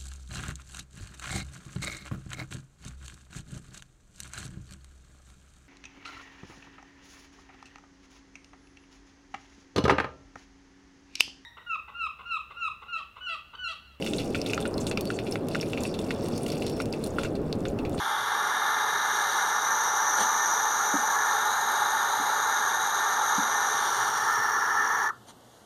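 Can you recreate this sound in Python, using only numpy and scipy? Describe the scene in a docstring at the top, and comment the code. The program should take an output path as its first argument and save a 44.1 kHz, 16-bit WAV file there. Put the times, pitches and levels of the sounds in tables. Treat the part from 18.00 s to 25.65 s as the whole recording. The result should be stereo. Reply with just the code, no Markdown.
"""In a quiet room, a barn owl in a plastic pet carrier starts one harsh, seven-second defensive screech.
Rushing air roars in its throat and hisses through its opening beak. From about two seconds on come a few
soft bumps on the carrier, the first with a rustle. Near six seconds the air runs out: the hiss sinks and
fades and the rasp tightens. The owl chokes the screech off with a falling squeak, and two faint rustles
follow. Two microphone ports, left and right, hear it all close up."""
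import sys
import numpy as np
from scipy import signal
from scipy.fft import rfft, irfft, next_fast_len
from scipy.io import wavfile

SR = 44100
rng = np.random.default_rng(int(sys.argv[2]) if len(sys.argv) > 2 else 0)


def unload_wav(signal):
    """Save mono or channel-first audio to the path in sys.argv[1] as 16-bit WAV at rate SR, clipped to [-1, 1]."""
    wavfile.write(
        sys.argv[1],
        SR,
        np.round(np.clip(np.atleast_2d(signal).T, -1, 1) * 32767).astype(np.int16),
    )


N = 337365
TIME = np.arange(N) / SR
SIZE = next_fast_len(N + SR)
FREQS = np.maximum(np.arange(SIZE // 2 + 1) * SR / SIZE, 1)


def from_db(db):
    """Turn decibels into a number to multiply a sound by."""
    return 10 ** (np.asarray(db) / 20)


def rms_one(x):
    """Scale a signal so that its average power is 1."""
    return x / np.sqrt(np.mean(np.abs(x) ** 2) + 1e-20)


def in_time(rows):
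    """Join rows that start with a time by straight lines: one curve for each further column."""
    times, *columns = np.transpose(rows)
    return [np.interp(TIME, times, column) for column in columns]


def per_hz(rows):
    """Join rows of frequency and value into one curve over all frequencies."""
    hz, value = np.transpose(rows)
    return np.interp(np.log(FREQS), np.log(np.maximum(hz, 1)), value)


def bell(peak_s, width_s):
    """A smooth rise to 1 and back; the width is the time from the peak down to about 0.6."""
    return np.exp(-.5 * np.minimum(((TIME - peak_s) / width_s) ** 2, 60))


def swells(rows):
    """Add up bell shapes from rows of peak time, width and height."""
    return sum(height * bell(peak_s, width_s) for peak_s, width_s, height in rows)


def filtered(x, response):
    """Make each frequency of a sound louder, softer or later, as the response says."""
    return irfft(rfft(x, SIZE) * response, SIZE)[..., :N]


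def noise(colour):
    """Noise of power 1, with its lows and highs shaped by a table."""
    return rms_one(filtered(rng.standard_normal(SIZE), from_db(per_hz(colour))))


def drift(rate):
    """A smooth random wobble, about 1 in size; a higher rate makes it faster."""
    step, warm_up = 6, 2000
    keep = np.exp(-2 * np.pi * step * rate / SR)
    chance = rng.standard_normal(N // step + warm_up + 2)
    smooth = signal.lfilter([1], [1, -2 * keep, keep * keep], chance)[warm_up:]
    return np.interp(TIME, np.arange(len(smooth)) * step / SR, rms_one(smooth))


def resonance(hz, width_hz):
    """A note blown by swirling air, never steady; the wider it is, the more it sounds like noise."""
    phase = 2 * np.pi * np.cumsum(hz * np.ones(N)) / SR
    return drift(width_hz / 2) * np.cos(phase) + drift(width_hz / 2) * np.sin(phase)


# The room's noise. Each row: frequency in Hz, relative level in dB.
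ROOM_COLOUR = [(15, -40), (25, -16), (59, -10.5), (122, -2), (148, -9), (233, -6.5), (281, -10.5),
               (800, -11), (1400, -20.5), (2120, -23.5), (2850, -21.5), (7000, -27.5), (13900, -33.5),
               (15500, -60)]
# How alike it is left and right. Each row: frequency in Hz, likeness (above 0 alike, below 0 opposite).
ROOM_LIKENESS = [(60, -0.74), (130, -0.52), (290, 0.65), (640, 0.055), (1410, 0.96), (2450, -1.2),
                 (3300, 0.53), (5200, -0.6), (6400, 0.1), (15000, 0)]


def room_tone(air_db=-55.5, hum_db=-66.5, hum_hz=120, rumble_db=-70):
    """Soft room noise, a faint wavering hum that swells once, and a low rumble; all lean right."""
    alike = np.clip(per_hz(ROOM_LIKENESS), -.95, .95)
    shared = filtered(noise(ROOM_COLOUR), np.sqrt(1 + alike))
    opposite = filtered(noise(ROOM_COLOUR), np.sqrt(1 - alike)) * [[1], [-1]]
    phase = 2 * np.pi * hum_hz * TIME + .5 * drift(5.8) + np.array([[1.65], [0]])  # sides out of step
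    hum_level = from_db(hum_db + 12 * bell(peak_s=6.22, width_s=0.26) + 4 * drift(17))
    hum = hum_level * np.sqrt(2) * np.sin(phase)
    low_band = signal.butter(2, [50, 130], "band", fs=SR, output="sos")
    rumble = from_db(rumble_db) * rms_one(signal.sosfilt(low_band, rng.standard_normal((2, N))))
    return (from_db(air_db) * (shared + opposite) + hum + rumble) * from_db([[-1], [1]])


# Catches in the throat, the last as it stutters shut.
# Each row: time in seconds, width in seconds, dip in dB.
THROAT_CATCHES = [(1.0, 0.012, 1), (1.56, 0.078, 1), (4.78, 0.0079, 2.5), (6.12, 0.02, 1.5),
                  (6.22, 0.012, 1.5), (7.084, 0.004, 11)]


def air_jet(full_db=-28, soft_start_db=2.5, settle_s=0.5, stop_s=7.094, stop_db_per_s=1399):
    """The strength of the owl's breath: it settles, holds with small flutters, and is choked off."""
    settling_db = soft_start_db * np.exp(-TIME / settle_s)
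    choke_db = stop_db_per_s * np.clip(TIME - stop_s, 0, .1)
    flutter_db = 0.18 * drift(6.6) + 0.17 * drift(24)
    return from_db(full_db - settling_db - swells(THROAT_CATCHES) - choke_db + flutter_db)


# How wide the beak is open. Each row: time in seconds, gape from 0 (barely open) to 1 (wide open).
BEAK_GAPE = [(0, 0), (0.7, 0.53), (1.4, 0.72), (2.45, 0.94), (3.8, 1), (5.5, .9), (6.3, 0.35), (7.05, 0.47)]
# The rasp wanders, then climbs late in the call. Each row: time in seconds, pitch in Hz.
RASP_PITCH = [(0, 1666), (0.9, 1705), (2.6, 1710), (3.2, 1702), (4.7, 1676), (5.8, 1768), (6.5, 1732),
              (7.05, 1724)]


def screech(narrow_at_s=6.17, narrow_s=0.2, beak_shut_s=7.076, shut_db_per_s=200):
    """One jet of air drives throat and beak. Gives the direct sound and the part off the far wall."""
    (gape,) = in_time(BEAK_GAPE)
    narrowing = .5 + .5 * np.tanh((TIME - narrow_at_s) / narrow_s)  # 0 to 1 as the air runs out
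    wander = drift(5)
    rasp_hz = in_time(RASP_PITCH)[0] + 9 * wander
    beak_wander_hz = 30.06 * wander
    jet = air_jet()
    # the treble spits, and fades first because the beak closes just ahead of the throat
    spit = from_db(0.94 * drift(155) - shut_db_per_s * np.clip(TIME - beak_shut_s, 0, .1))
    far_wall_share = np.array([0.32, 0.13])  # of the throat's power and of the beak's
    parts = []
    for throat_gain, beak_gain in np.sqrt([1 - far_wall_share, far_wall_share]):
        throat = roar(narrowing) + rasp(gape, narrowing, rasp_hz) + growl(gape)
        throat += thin_edge() + piercing_note(rasp_hz)
        beak = whistles(gape, narrowing, beak_wander_hz) + overtones(gape, narrowing, beak_wander_hz)
        beak += hiss(gape, narrowing) + bite() + spurts()
        parts.append(jet * (throat_gain * throat + beak_gain * spit * beak))
    # so small a mouth gives off no deep bass
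    return signal.sosfilt(signal.butter(2, 140, "high", fs=SR, output="sos"), parts)


# The steady notes of throat and carrier.
# Each row: pitch in Hz, width in Hz, relative level in dB, change in dB once the throat is narrow.
ROAR_NOTES = [(216, 190, -30, 2), (428, 130, -19.5, 1.5), (589, 100, -23, -8), (752, 56, -19.5, -3.5),
              (828, 110, -9, -3), (898, 148, -7, -0.5), (990, 64, -13, 2.5), (1075, 56, -15, -2.5),
              (1129.5, 46, -10, 1), (1193, 68, -10.5, -2), (1255, 105, -9.5, 2.5), (1349, 79, -10, 4),
              (1385, 68, -11, -0.5), (1461, 91, -9.5, -0.5), (1608, 64, -9.5, -7), (1655, 49, -12.5, 5),
              (1741, 59, -12, 3.5), (1793, 32, -12, 4.5), (1900, 130, -19.5, 6), (2095, 150, -17.5, -2),
              (2250, 350, -24, -1), (2380, 300, -23.5, -8)]


def roar(narrowing):
    """Swirling air rings many notes at once; their strengths shift as the throat narrows."""
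    wide_power = narrow_power = 0
    for hz, width_hz, db, change_db in ROAR_NOTES:
        peak = 2 * SR / (np.pi * width_hz) / (1 + (2 * (FREQS - hz) / width_hz) ** 2) ** 2  # power 1
        wide_power += peak * from_db(db) ** 2
        narrow_power += peak * from_db(db + change_db) ** 2
    wide, narrow = filtered(rng.standard_normal(SIZE), np.sqrt([wide_power, narrow_power]))
    return wide + narrowing * (narrow - wide)


# The rasp flares up now and then. Each row: time in seconds, width in seconds, boost in dB.
RASP_FLARES = [(0.7, 0.21, 9.5), (1.25, 0.28, 11), (2.3, 0.4, 1), (3.2, 0.089, 17.5), (4.65, 0.072, 15.5)]


def rasp(gape, narrowing, hz, base_db=-13.5, gape_db=-6, narrow_db=5):
    """A rough note in the throat: softer with the beak wide open, louder as the throat narrows."""
    level_db = base_db + gape_db * gape + narrow_db * narrowing + swells(RASP_FLARES)
    return from_db(level_db) * resonance(hz, width_hz=91)


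# The beak's whistle comes and goes. Each row: time in seconds, swell in dB.
WHISTLE_SWELL = [(0, -7), (1.05, 2), (2.0, 14), (2.5, 15), (3.05, 11), (3.5, -1), (5.2, 4), (5.75, 8.5),
                 (7.05, 0.5)]
# The beak's notes. Each row: pitch in Hz, width in Hz, relative level in dB, pitch shifts in Hz for
# a wide beak and for a narrow throat, level changes in dB for the same two, share of the swell.
BEAK_NOTES = [(3575, 450, -11.5, 230, -170, -1, -22.5, -0.21), (5515, 340, -12, 455, -35, -2.5, 1, 0.74),
              (6017, 525, -21, 450, -5, 10.5, -1.5, 0.22), (13570, 420, -25, -5.5, 2, -12, 5.5, 0.35)]


def whistles(gape, narrowing, wander_hz):
    """Air rings in the beak; its breathy notes shift as the beak opens and the throat narrows."""
    (swell_db,) = in_time(WHISTLE_SWELL)
    sound = 0
    for hz, width_hz, db, gape_hz, narrow_hz, gape_db, narrow_db, share in BEAK_NOTES:
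        waver_db = 0.73 * drift(3.8)
        level_db = db + gape_db * gape + narrow_db * narrowing + share * swell_db + waver_db
        pitch_hz = hz + gape_hz * gape + narrow_hz * narrowing + wander_hz
        sound += from_db(level_db) * resonance(pitch_hz, width_hz)
    return sound


# The open beak's high notes. Each row: pitch in Hz, width in Hz, relative level in dB.
HIGH_NOTES = [(5200, 900, -13.5), (7730, 280, -19.5), (8700, 900, -17.5), (10280, 440, -14.5),
              (11600, 600, -17), (13800, 560, -24.5), (15397, 400, -23.5)]
# They arch, then sink. Each row: time in seconds, number to multiply the pitch by.
HIGH_NOTE_BEND = [(0, 1.0), (1.2, 1.0), (3.3, 1.008), (5.2, 0.993), (6.0, 0.977), (7.05, 0.96)]


def overtones(gape, narrowing, wander_hz, base_db=-8.5, gape_db=6, narrow_db=-17):
    """High ringing that grows as the beak opens and fades as the throat narrows."""
    (bend,) = in_time(HIGH_NOTE_BEND)
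    ringing = sum(from_db(db) * resonance(hz * bend + wander_hz, width) for hz, width, db in HIGH_NOTES)
    return from_db(base_db + gape_db * gape + narrow_db * narrowing) * ringing


# The hiss of the beak. Each row: frequency in Hz, relative level in dB.
HISS_COLOUR = [(330.0, -5), (1000.0, -18), (2400, 7.5), (2700, 11), (3050, 1.5), (3400, 8), (4150, 2),
               (4500, 5.5), (4800, 8.5), (7000.0, 3.5), (8200, -5), (9400, 1.5), (11000.0, 4.5),
               (12500, -17), (14200, -18), (15500.0, -27)]


def hiss(gape, narrowing, base_db=-9.5, gape_db=-3.5, narrow_db=-2.5):
    """Air rushes over the beak, more softly when the beak is wide or the throat narrow."""
    return from_db(base_db + gape_db * gape + narrow_db * narrowing) * noise(HISS_COLOUR)


def thin_edge(db=-14.5):
    """A thin note rings above the rasp early in the call."""
    return from_db(db) * bell(peak_s=1, width_s=0.74) * resonance(hz=2075, width_hz=110)


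# The growl swells in mid-call. Each row: time in seconds, width in seconds, boost in dB.
GROWL_SWELL = [(3.85, 0.34, 4)]


def growl(gape, db=-9):
    """The wider the beak opens, the more of the throat's deep note it lets out."""
    return from_db(db + swells(GROWL_SWELL)) * gape * resonance(hz=860, width_hz=142)


def bite(db=-15):
    """A brief, sharp hiss as the beak first opens."""
    return from_db(db) * bell(peak_s=1.03, width_s=0.44) * resonance(hz=3820, width_hz=210)


# Spurts of air. Each row: time in seconds, width in seconds, relative level in dB.
AIR_SPURTS = [(1.3, 0.22, -11.5), (6.03, 0.3, -9)]
# Their tone. Each row: frequency in Hz, relative level in dB.
SPURT_COLOUR = [(1500, -23), (2700, -1), (5000, 3.5), (8000, 0.5), (9600, -1.5), (12000, -10), (13700, -3),
                (15500, -42)]


def spurts():
    """The jet breaks up into broad hiss where it changes shape."""
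    return swells([(s, width_s, from_db(db)) for s, width_s, db in AIR_SPURTS]) * noise(SPURT_COLOUR)


# Soft bumps on the carrier. Each row: start in seconds, strength in dB, contact time in seconds.
CARRIER_BUMPS = [(2.204, -22, 0.0061), (2.939, -23, 0.0015), (4.197, -34, 0.0027), (5.379, -14, 0.0054)]
# The carrier's own notes. Each row: pitch in Hz, relative level in dB, seconds to fade by 60 dB.
CARRIER_NOTES = [(221, -8.5, 0.18), (241, -16, 0.49), (279.4, -10.5, 0.26), (294, 0, 0.096),
                 (355, -12, 0.16), (580, 5.5, 0.018)]


def bumps(rebound_s=0.0103, rebound_db=-6):
    """Padded blows set the carrier's walls ringing; a longer contact sounds duller."""
    blows = np.zeros(N)
    for start_s, db, contact_s in CARRIER_BUMPS:
        # the wall springs back and is struck once more, more softly
        for hit_s, hit_db in ((start_s, db), (start_s + rebound_s, db + rebound_db)):
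            push = np.sin(np.pi * np.clip((TIME - hit_s) / contact_s, 0, 1)) ** 2
            blows += from_db(hit_db) * push / push.sum()
    t = TIME[:SR // 2]
    ring = sum(from_db(db - 60 * t / fade_s) * np.sin(2 * np.pi * hz * t)
               for hz, db, fade_s in CARRIER_NOTES)
    # small walls give off little below their lowest note
    ring = signal.sosfilt(signal.butter(4, 205, "high", fs=SR, output="sos"), ring)
    return signal.fftconvolve(blows, ring)[:N]


# Rustles in the carrier. Each row: time in seconds, width in seconds, level in dB.
FEATHER_RUSTLES = [(2.211, 0.028, -29), (7.295, 0.015, -47.5), (7.55, 0.098, -60.5)]
# Their tone. Each row: frequency in Hz, relative level in dB.
RUSTLE_COLOUR = [(100, -6), (200, 3), (700, 10.5), (1800, 5), (2700, 3), (5000, 3), (9000, 2.5),
                 (12000, -9), (15500, -20)]


def rustles():
    """Feathers and a towel brush in short, softly grainy swells."""
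    loudness = swells([(s, width_s, from_db(db)) for s, width_s, db in FEATHER_RUSTLES])
    grain = from_db(1.5 * drift(150))
    return loudness * rms_one(noise(RUSTLE_COLOUR) * grain)


def piercing_note(rasp_hz, db=-3.5):
    """At the end of the call the rasp tightens until it is almost a whistle."""
    return from_db(db) * bell(peak_s=6.86, width_s=0.26) * resonance(rasp_hz, width_hz=41)


# The closing squeak. Each row: time in seconds, pitch in Hz, level in dB.
SQUEAK_PATH = [(7.062, 1725, -62), (7.074, 1738, -24), (7.082, 1760, -28), (7.090, 1785, -30),
               (7.097, 1605, -37), (7.101, 1400, -34), (7.107, 1270, -24.5), (7.111, 996, -38),
               (7.118, 900, -61)]


def squeak():
    """As the throat shuts, one last push of air makes a short, clear tone that falls."""
    hz, db = in_time(SQUEAK_PATH)
    sounding = (TIME > SQUEAK_PATH[0][0]) & (TIME < SQUEAK_PATH[-1][0])
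    phase = 2 * np.pi * (np.cumsum(hz) / SR + rng.random())
    return sounding * from_db(db) * np.sqrt(2) * np.sin(phase)


# How late the left port hears; standing waves in the carrier hold this near whole numbers.
# Each row: frequency in Hz, lag in half cycles.
PORT_LAG = [(1400, 0), (1720, .42), (2150, .5), (2530, 1), (2720, 1.15), (3080, 1.95), (3900, 2), (5100, 3),
            (5350, 3.1), (6250, 3.95), (6950, 4.1), (7400, 5), (8100, 5.05), (8900, 6), (10300, 7),
            (11300, 8), (12000, 8.1), (12600, 9), (13200, 9.05), (13900, 10), (14350, 10.05), (14900, 11)]
# Which port is louder. Each row: frequency in Hz, left minus right in dB.
PORT_BALANCE = [(60, -1.5), (92, -3.0), (140, -3.5), (210, -5.0), (330, -4.0), (500, -1.5), (770, -0.5),
                (1400, -2.0), (1790, -1.0), (2150, -2.5), (2900, -0.5), (4190, -2.5), (5900, -4.5),
                (7200, -0.5), (15000, -1.0)]


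def ports(bass_lead_hz=230):
    """How the two ports hear: the left gets the treble later and the bass a little ahead."""
    lag = np.pi * per_hz(PORT_LAG) - np.minimum(bass_lead_hz / FREQS, np.pi)
    left = from_db(per_hz(PORT_BALANCE) / 2) * np.exp(-.5j * lag)
    return np.array([left, 1 / left])


def echoes(fade_s, low_hz, high_hz, own_share=1):
    """The response of dense echoes that fall 60 dB in fade_s; each port hears a share of them alone."""
    t = TIME[:SR // 2]
    shared = np.sqrt(1 - own_share) * rng.standard_normal(len(t))
    separate = np.sqrt(own_share) * rng.standard_normal((2, len(t)))
    tail = (shared + separate) * from_db(-60 * t / fade_s) * (t > .001)
    tail /= np.sqrt(np.sum(tail ** 2, axis=1, keepdims=True))
    band = signal.butter(2, [low_hz, high_hz], "band", fs=SR, output="sos")
    return rfft(signal.sosfilt(band, tail + 1e-18), SIZE)


def scene(walls_db=-16, box_db=-13, room_db=-12):
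    """The owl and its carrier, with the slap of plastic walls, the box's boom and the room's ring."""
    direct, off_far_wall = screech()
    direct = direct + squeak() + bumps() + rustles()
    walls = from_db(walls_db) * echoes(fade_s=0.039, low_hz=1380, high_hz=13500)
    box = from_db(box_db) * echoes(fade_s=0.26, low_hz=159, high_hz=320)
    room = from_db(room_db) * echoes(fade_s=0.27, low_hz=950, high_hz=1600, own_share=0.37)
    around = walls + box + room
    near_side = ports()
    far_side = near_side.conj()  # from the other side, the ports swap early and late
    return filtered(direct, near_side + around) + filtered(off_far_wall, far_side + around) + room_tone()


def record(dry, cutoff_hz=15550):
    """Cut the very highest treble off steeply."""
    return signal.sosfilt(signal.ellip(12, .1, 90, cutoff_hz, fs=SR, output="sos"), dry)


dry = scene()
out = record(dry)
unload_wav(out)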